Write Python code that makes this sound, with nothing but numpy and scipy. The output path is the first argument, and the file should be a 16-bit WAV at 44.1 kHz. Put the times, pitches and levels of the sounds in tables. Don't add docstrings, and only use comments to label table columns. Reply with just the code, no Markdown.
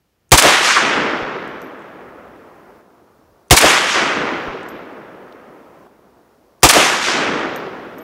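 import sys
import numpy as np
from scipy import signal
from scipy.fft import rfft, irfft
from scipy.io import wavfile
from scipy.ndimage import uniform_filter1d, map_coordinates

SR = 44100
rng = np.random.default_rng(int(sys.argv[2]) if len(sys.argv) > 2 else 0)


def voltage_ratio(level):
    return 10 ** (np.asarray(level, float) / 20)


def master(y):
    cut = np.clip(np.atleast_2d(y).T, -1, 1)
    pcm = np.round(cut * 32767)
    wavfile.write(sys.argv[1], SR, pcm.astype(np.int16))


N = 354105


def unit(x):
    return x / np.sqrt(np.mean(x ** 2) + 1e-20)


def along(points, hz):
    f, v = np.transpose(points)
    return np.interp(np.log(hz + 1), np.log(f + 1), v)


def filtered(x, gain):
    return irfft(rfft(x) * gain(np.fft.rfftfreq(x.shape[-1], 1 / SR)), x.shape[-1])


def coloured(x, gain):
    return unit(filtered(x, gain))


def hump(centre_hz, octaves):
    return lambda hz: np.exp(-.5 * (np.log2((hz + 1) / centre_hz) / octaves) ** 2) / np.sqrt(hz + 50)


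def wobble(rate_hz, length):
    knots = rng.standard_normal(int(length * rate_hz / SR) + 4)
    return map_coordinates(knots, [np.arange(length) * rate_hz / SR])


def add(track, s, sound):
    part = track[round(s * SR):][:len(sound)]
    part += sound[:len(part)]


# (frequency [Hz], share [0-1])
SAME = [(100, 1), (600, .85), (2000, 0.6), (5000, 0.047)]


def echo_noise(place, fresh):
    share = np.clip(along(SAME, np.fft.rfftfreq(len(place), 1 / SR)), 0, 1)
    spectrum = rfft(place) * np.sqrt(share) + rfft(fresh) * np.sqrt(1 - share)
    return irfft(spectrum, len(place))


# (delay [s], t60 [s], level [dB], centre [Hz], width [octaves])
LEAD = [
    (-.026, .015, -58, 9000, .12),
    (-.026, .015, -60, 6300, .12),
    (-.007, .009, -28, 5000, 1.3),
    (-.0065, .015, -27, 1900, .5),
    (-.002, .02, -31, 3000, 1.5),
]
# (rise [s], t60 [s], level [dB], centre [Hz], width [octaves])
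MUZZLE = [
    (0.00078, 0.052, 2, 150, 0.54),
    (0.0025, 0.073, 3, 400, 0.41),
    (.004, 0.065, 10, 885, .4),
    (0.00081, .07, 5, 2500, 0.74),
    (0.0012, 0.073, 3.5, 6000, 0.65),
    (.0005, 0.02, 0, 8000, 0.62),
]
# (delay [s], t60 [s], level [dB], centre [Hz], width [octaves])
SLAPS = [(.025, .2, -16.5, 1784, 2), (.056, 0.11, -8.5, 6000, 0.76), (.063, 0.086, -5, 1919, 1.3),
         (.078, .02, -10, 8210, 0.58), (.096, .07, -10.5, 1200, 1.1), (.1055, .008, -5.5, 6000, .9),
         (.125, .18, -10.5, 746, .65), (.125, .15, -28.5, 100, 0.62)]
# (delay [s], level [dB], centre [Hz])
TRUNKS = [(0.289, -28, 414.6), (.38, -18.5, 1680), (0.442, -16, 1300), (.45, -31, 350),
          (0.507, -23.5, 327.7), (0.652, -25.5, 345), (.72, -24, 345), (.81, -24, 332), (1.03, -26, 400)]


def returns():
    rise_share, trunk_rise_s, trunk_t60_s, trunk_octaves = .03, 0.0051, 0.12, 0.45
    near = [(delay, rise_share * t60, t60, *rest) for delay, t60, *rest in LEAD + SLAPS]
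    muzzle = [(0, *row) for row in MUZZLE]
    far = [(delay, trunk_rise_s, trunk_t60_s, db, hz, trunk_octaves) for delay, db, hz in TRUNKS]
    return near + muzzle + far


# (time [s], peak [dB], boom [dB], slap [dB])
SHOTS = [
    (0.318, 8.5, 3.5, -2),
    (3.508, 9.5, 5, -2.5),
    (6.631, 8.5, -2, -3),
]
# (far edge late [s], 400 Hz tilt [dB], 1300 Hz tilt [dB], bright trunks [dB])
BEARING = [(-.03, -0.5, 1.5, 8), (.02, 0.04, 0.15, 0.5), (.045, 1, -1.5, -4)]


def blasts():
    push_late_s, push_s, push_hz = .003, 0.005, 62
    out, t = np.zeros(N), np.arange(SR // 2) / SR
    bursts = returns()
    place = rng.standard_normal((len(bursts), len(t)))
    for (s, peak_db, boom_db, slap_db), (*_, bright_db) in zip(SHOTS, BEARING):
        u = t / push_s
        push = np.sin(2 * np.pi * push_hz * t) * u * np.exp(-u)
        add(out, s + push_late_s, -voltage_ratio(boom_db + 13.5) * push)
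        for noise, (delay, rise, t60, level_db, hz, octaves) in zip(place, bursts):
            burst = coloured(echo_noise(noise, rng.standard_normal(len(t))), hump(hz, octaves))
            shape = (1 - np.exp(-t / rise)) * voltage_ratio(-60 * t / t60)
            db = peak_db + level_db
            db += slap_db * (delay > .03) + boom_db * (hz < 200)
            db += bright_db * (delay > .3 and hz > 900)
            add(out, s + delay, voltage_ratio(db) * shape * burst)
    return out


# (delay [s], rise [s], fade [dB/s])
STANDS = [
    (.115, .025, 190.5),
    (0.088, 0.031, 35.5),
    (0.328, 0.057, 51.5),
    (.43, .015, 62.5),
    (.48, 0.07, 27),
    (0.641, 0.04, 39),
    (.95, .35, 10),
]
# (400 Hz [dB], 1300 Hz [dB], 5500 Hz [dB])
STAND_DB = [(-11, -15.5, -28.5), (-22.5, -7.5, -12), (-36, -18, -15), (-28, -17.5, -31), (-19, -13.5, -29),
            (-24.5, -23, -72), (-34, -34.5, -61)]
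BAND_FADE = [0.81, 1.093, 1.59]


def stands(t, aim_db, late_s, low_db, mid_db):
    far_edge = 2
    power = 1e-12
    for k, ((delay, rise, fade), bands_db, db) in enumerate(zip(STANDS, STAND_DB, aim_db)):
        u = np.maximum(t - delay - late_s * (k == far_edge), 0)
        level_db = db + np.array(bands_db)[:, None] - fade * np.outer(BAND_FADE, u)
        power = power + ((1 - np.exp(-u / rise)) * voltage_ratio(level_db)) ** 2
    return 10 * np.log10(power) + np.array([[low_db], [mid_db], [0]])


# (frequency [Hz], density [dB per Hz])
FOLIAGE = [(30, -37.5), (60, -23), (130, -6), (250, 0), (400, 2.5), (800, -4), (1400, -5.5), (2300, -6),
           (3500, -8), (4100, -11.5), (6500, -11.5), (8500, -16), (12000, -18), (16000, -28.5)]
BANDS_HZ = [400, 1300, 5500]
# (level [dB], one per stand)
AIM = [(.1, -1.5, 5.1, 0.5, 0.019, 0.52, .1), (.1, 0.47, -0.42, 3.9, -0.69, .5, 0.44),
       (.1, -1.5, -0.69, 1, -1.57, -1.1, -0.46)]


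def woods():
    out, length = np.zeros(N), 4 * SR
    place = rng.standard_normal(length)
    low_hz, mid_hz, high_hz = BANDS_HZ
    for (s, *_), aim_db, bearing in zip(SHOTS, AIM, BEARING):
        hz, t, z = signal.stft(echo_noise(place, rng.standard_normal(length)), SR, nperseg=512)
        low, mid, high = stands(t, aim_db, *bearing[:-1])
        octave = np.log2((hz[:, None] + 1) / np.array(BANDS_HZ))
        to_mid = np.clip(octave[:, :1] / np.log2(mid_hz / low_hz), 0, 1) ** (0.25 + 1.7 * t)
        to_high = np.clip(octave[:, 1:2] / np.log2(high_hz / mid_hz), 0, 1)
        to_high = to_high ** np.maximum(1.4 - 0.15 * t, .4)
        band_db = low + to_mid * (mid - low + 2) + to_high * (high - mid + 2)
        air_db = -38 * np.clip(hz[:, None] / high_hz - 1, 0, 9) * np.minimum(t, 1.05)
        thin_db = 5 * np.minimum(octave[:, :1] + 0.79, 0) * np.clip(t / 0.51 - .45, -.4, .8)
        clumps = uniform_filter1d(uniform_filter1d(rng.standard_normal(z.shape), 14, 0), 6, 1)
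        colour_db = along(FOLIAGE, hz)[:, None]
        field = voltage_ratio(band_db + colour_db + air_db + thin_db + 0.86 * unit(clumps) + 16)
        roll = signal.istft(z * field, SR, nperseg=512)[1]
        trunks = voltage_ratio(0.93 * wobble(400, len(roll)))
        add(out, s, roll * unit(trunks))
    return out


# (time [s], peak [dB], ring [dB], tick [Hz], ring t60 [s])
CASES = [(1.477, -37.5, -22, 7300, .1), (1.486, -52, -10, 7200, .3), (1.607, -45.5, -23, 5960, .1),
         (1.617, -32.5, -10, 6800, 0.15), (1.627, -45, -30, 7200, 0.14), (1.793, -48.5, -34, 7100, .1),
         (1.805, -51, -35, 7100, .1), (1.821, -49, -34.5, 7100, .1), (4.631, -36, -40, 7230, 0.077),
         (4.686, -29, -11, 7500, 0.095), (4.69, -30, -13, 7000, 0.29), (4.915, -50, -12.5, 6350, 0.092),
         (4.929, -49, -24, 7000, .1), (4.95, -63, -4, 6940, .2), (5.324, -30.5, -40, 3670, .1),
         (5.326, -43, -41.5, 4770, 0.092), (7.557, -42, -27, 6540, .1), (7.5605, -21.5, -10, 7000, .11),
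         (7.983, -39, -1, 6440, .2), (7.99, -35, -20, 7500, 0.096)]
CASE_HZ = [12200, 12390, 13150]
# (time [s], peak [dB], ring [dB], tick [Hz], t60 [s], ring [Hz])
END_ON = (1.53, -50, -9, 6500, .9, 5900)


def cases():
    split = .012
    out, t = np.zeros(N), np.arange(SR // 3) / SR
    fired = np.searchsorted([s for s, *_ in SHOTS], [s for s, *_ in CASES]) - 1
    bounces = [(*row, CASE_HZ[k]) for row, k in zip(CASES, fired)]
    for s, db, ring_db, tick_hz, t60, ring_hz in bounces + [END_ON]:
        tick = coloured(rng.standard_normal(len(t)), hump(tick_hz, .28)) * voltage_ratio(-60 * t / .012)
        edge = coloured(rng.standard_normal(len(t)), hump(tick_hz, 1.01)) * voltage_ratio(-60 * t / 0.0042)
        rattle = coloured(rng.standard_normal(len(t)), hump(ring_hz, 0.048)) * voltage_ratio(-60 * t / 0.014)
        tick += 1.1 * edge + voltage_ratio(ring_db + 9.5) * rattle
        turning = np.minimum(t / .025, 1)
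        flicker = voltage_ratio(5 * turning * wobble(70, len(t)))
        tumble = flicker * np.sin(2 * np.pi * ring_hz * t + .9 * wobble(91.3, len(t)))
        tumble *= 1 + 0.32 * np.cos(2 * np.pi * ring_hz * split * t)
        ring = voltage_ratio(ring_db - 60 * t / t60) * tumble
        add(out, s, (1 - np.exp(-t / 0.00066)) * voltage_ratio(db - 7.5) * (tick + ring))
    return out


# (frequency [Hz], density [dB per Hz])
BREEZE = [(15, -36), (25, -11), (55, 2.5), (149, -3), (250, -9.5), (359, -8.5), (558, -11.5), (3000, -25),
          (3900, -55), (6600, -120)]
# (peak time [s], level [dB])
GUSTS = [(2.3, -51.5), (2.52, -65), (3.13, -65.5), (3.31, -51), (5.3, -67.5), (5.85, -73.5), (6.56, -52.5)]


def breeze():
    breeze_db, calm_db = -61.5, -78.5
    rise_db_per_s, fall_db_per_s = 46, 150
    t = np.arange(N) / SR
    rustle = coloured(rng.standard_normal(N), lambda hz: voltage_ratio(along(BREEZE, hz)))
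    swell = voltage_ratio(calm_db)
    for s, db in GUSTS:
        swell = swell + voltage_ratio(db - np.where(t < s, rise_db_per_s * (s - t), fall_db_per_s * (t - s)))
    gusts = voltage_ratio(-5.0) * swell * coloured(rng.standard_normal(N), hump(78, 0.69))
    return voltage_ratio(breeze_db + 1.5 * wobble(6, N)) * rustle + gusts


def scene():
    return (blasts() + woods() + cases() + breeze())[None]


def masked(x):
    hz, _, z = signal.stft(x, SR, nperseg=1024)
    power = np.abs(z) ** 2
    band = uniform_filter1d(uniform_filter1d(power, 6, 1), 2, 2)
    bar_db = 2 * along([(9000, -85), (12000, -70), (14800, -69), (15600, -64)], hz)
    bar = power.sum(1, keepdims=True) * voltage_ratio(bar_db)[:, None]
    return signal.istft(z * (band > bar), SR, nperseg=1024)[1][:, :N]


def top_cut(x):
    return signal.sosfilt(signal.butter(12, 17000, fs=SR, output="sos"), x)


# (time [s], gain [dB], own hiss [dB], thump [dB])
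STEPS = [(0, -4.5, -72.5, -87), (0.315, -0.5, -70.5, -106), (0.764, -0.5, -59.5, -43),
         (1.223, 0, -63.5, -22.5), (2.812, -4.5, -66.5, -68), (3.509, -1.5, -59, -89.5),
         (4.48, -1, -63.5, -20), (5.872, -6, -66.5, -77), (6.633, 0, -60.5, -82.5),
         (7.559, -0.5, -61.5, -59.5)]
# (frequency [Hz], density [dB per Hz])
HISS = [(500, -1.5), (2500, 3), (5500, 3), (8000, -2.5), (16000, 0)]
# (centre [Hz], width [Hz], level [dB])
MICROPHONE = (8800, 3100, -7.5)


def record(dry):
    when, gain_db, hiss_db, _ = np.transpose(STEPS)
    step = np.searchsorted(when, np.arange(N) / SR, side="right") - 1
    hiss = coloured(rng.standard_normal(N), lambda hz: voltage_ratio(along(HISS, hz)))
    thumps, t = np.zeros(N), np.arange(SR // 10) / SR
    swing = (.2 + t / .002) * (1 - t / .0065) * np.exp(-t / .0033)
    for s, _, _, db in STEPS:
        add(thumps, s, voltage_ratio(db) * swing)
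    peak_hz, width_hz, peak_db = MICROPHONE
    x = dry + voltage_ratio(peak_db) * signal.lfilter(*signal.iirpeak(peak_hz, peak_hz / width_hz, SR), dry)
    x = signal.sosfilt(signal.butter(2, 40, "high", fs=SR, output="sos"), x)
    x = x * voltage_ratio(gain_db[step]) + voltage_ratio(hiss_db[step]) * hiss + thumps
    x = x / (1 + np.abs(x / 0.87) ** 8) ** (1 / 8)
    x = signal.sosfilt(signal.butter(2, 24, "high", fs=SR, output="sos"), x)
    limit = signal.ellip(12, .3, 75, 15750, fs=SR, output="sos")
    mix = signal.sosfilt(limit, masked(x))
    return top_cut(mix)


dry = scene()
out = record(dry)
master(out)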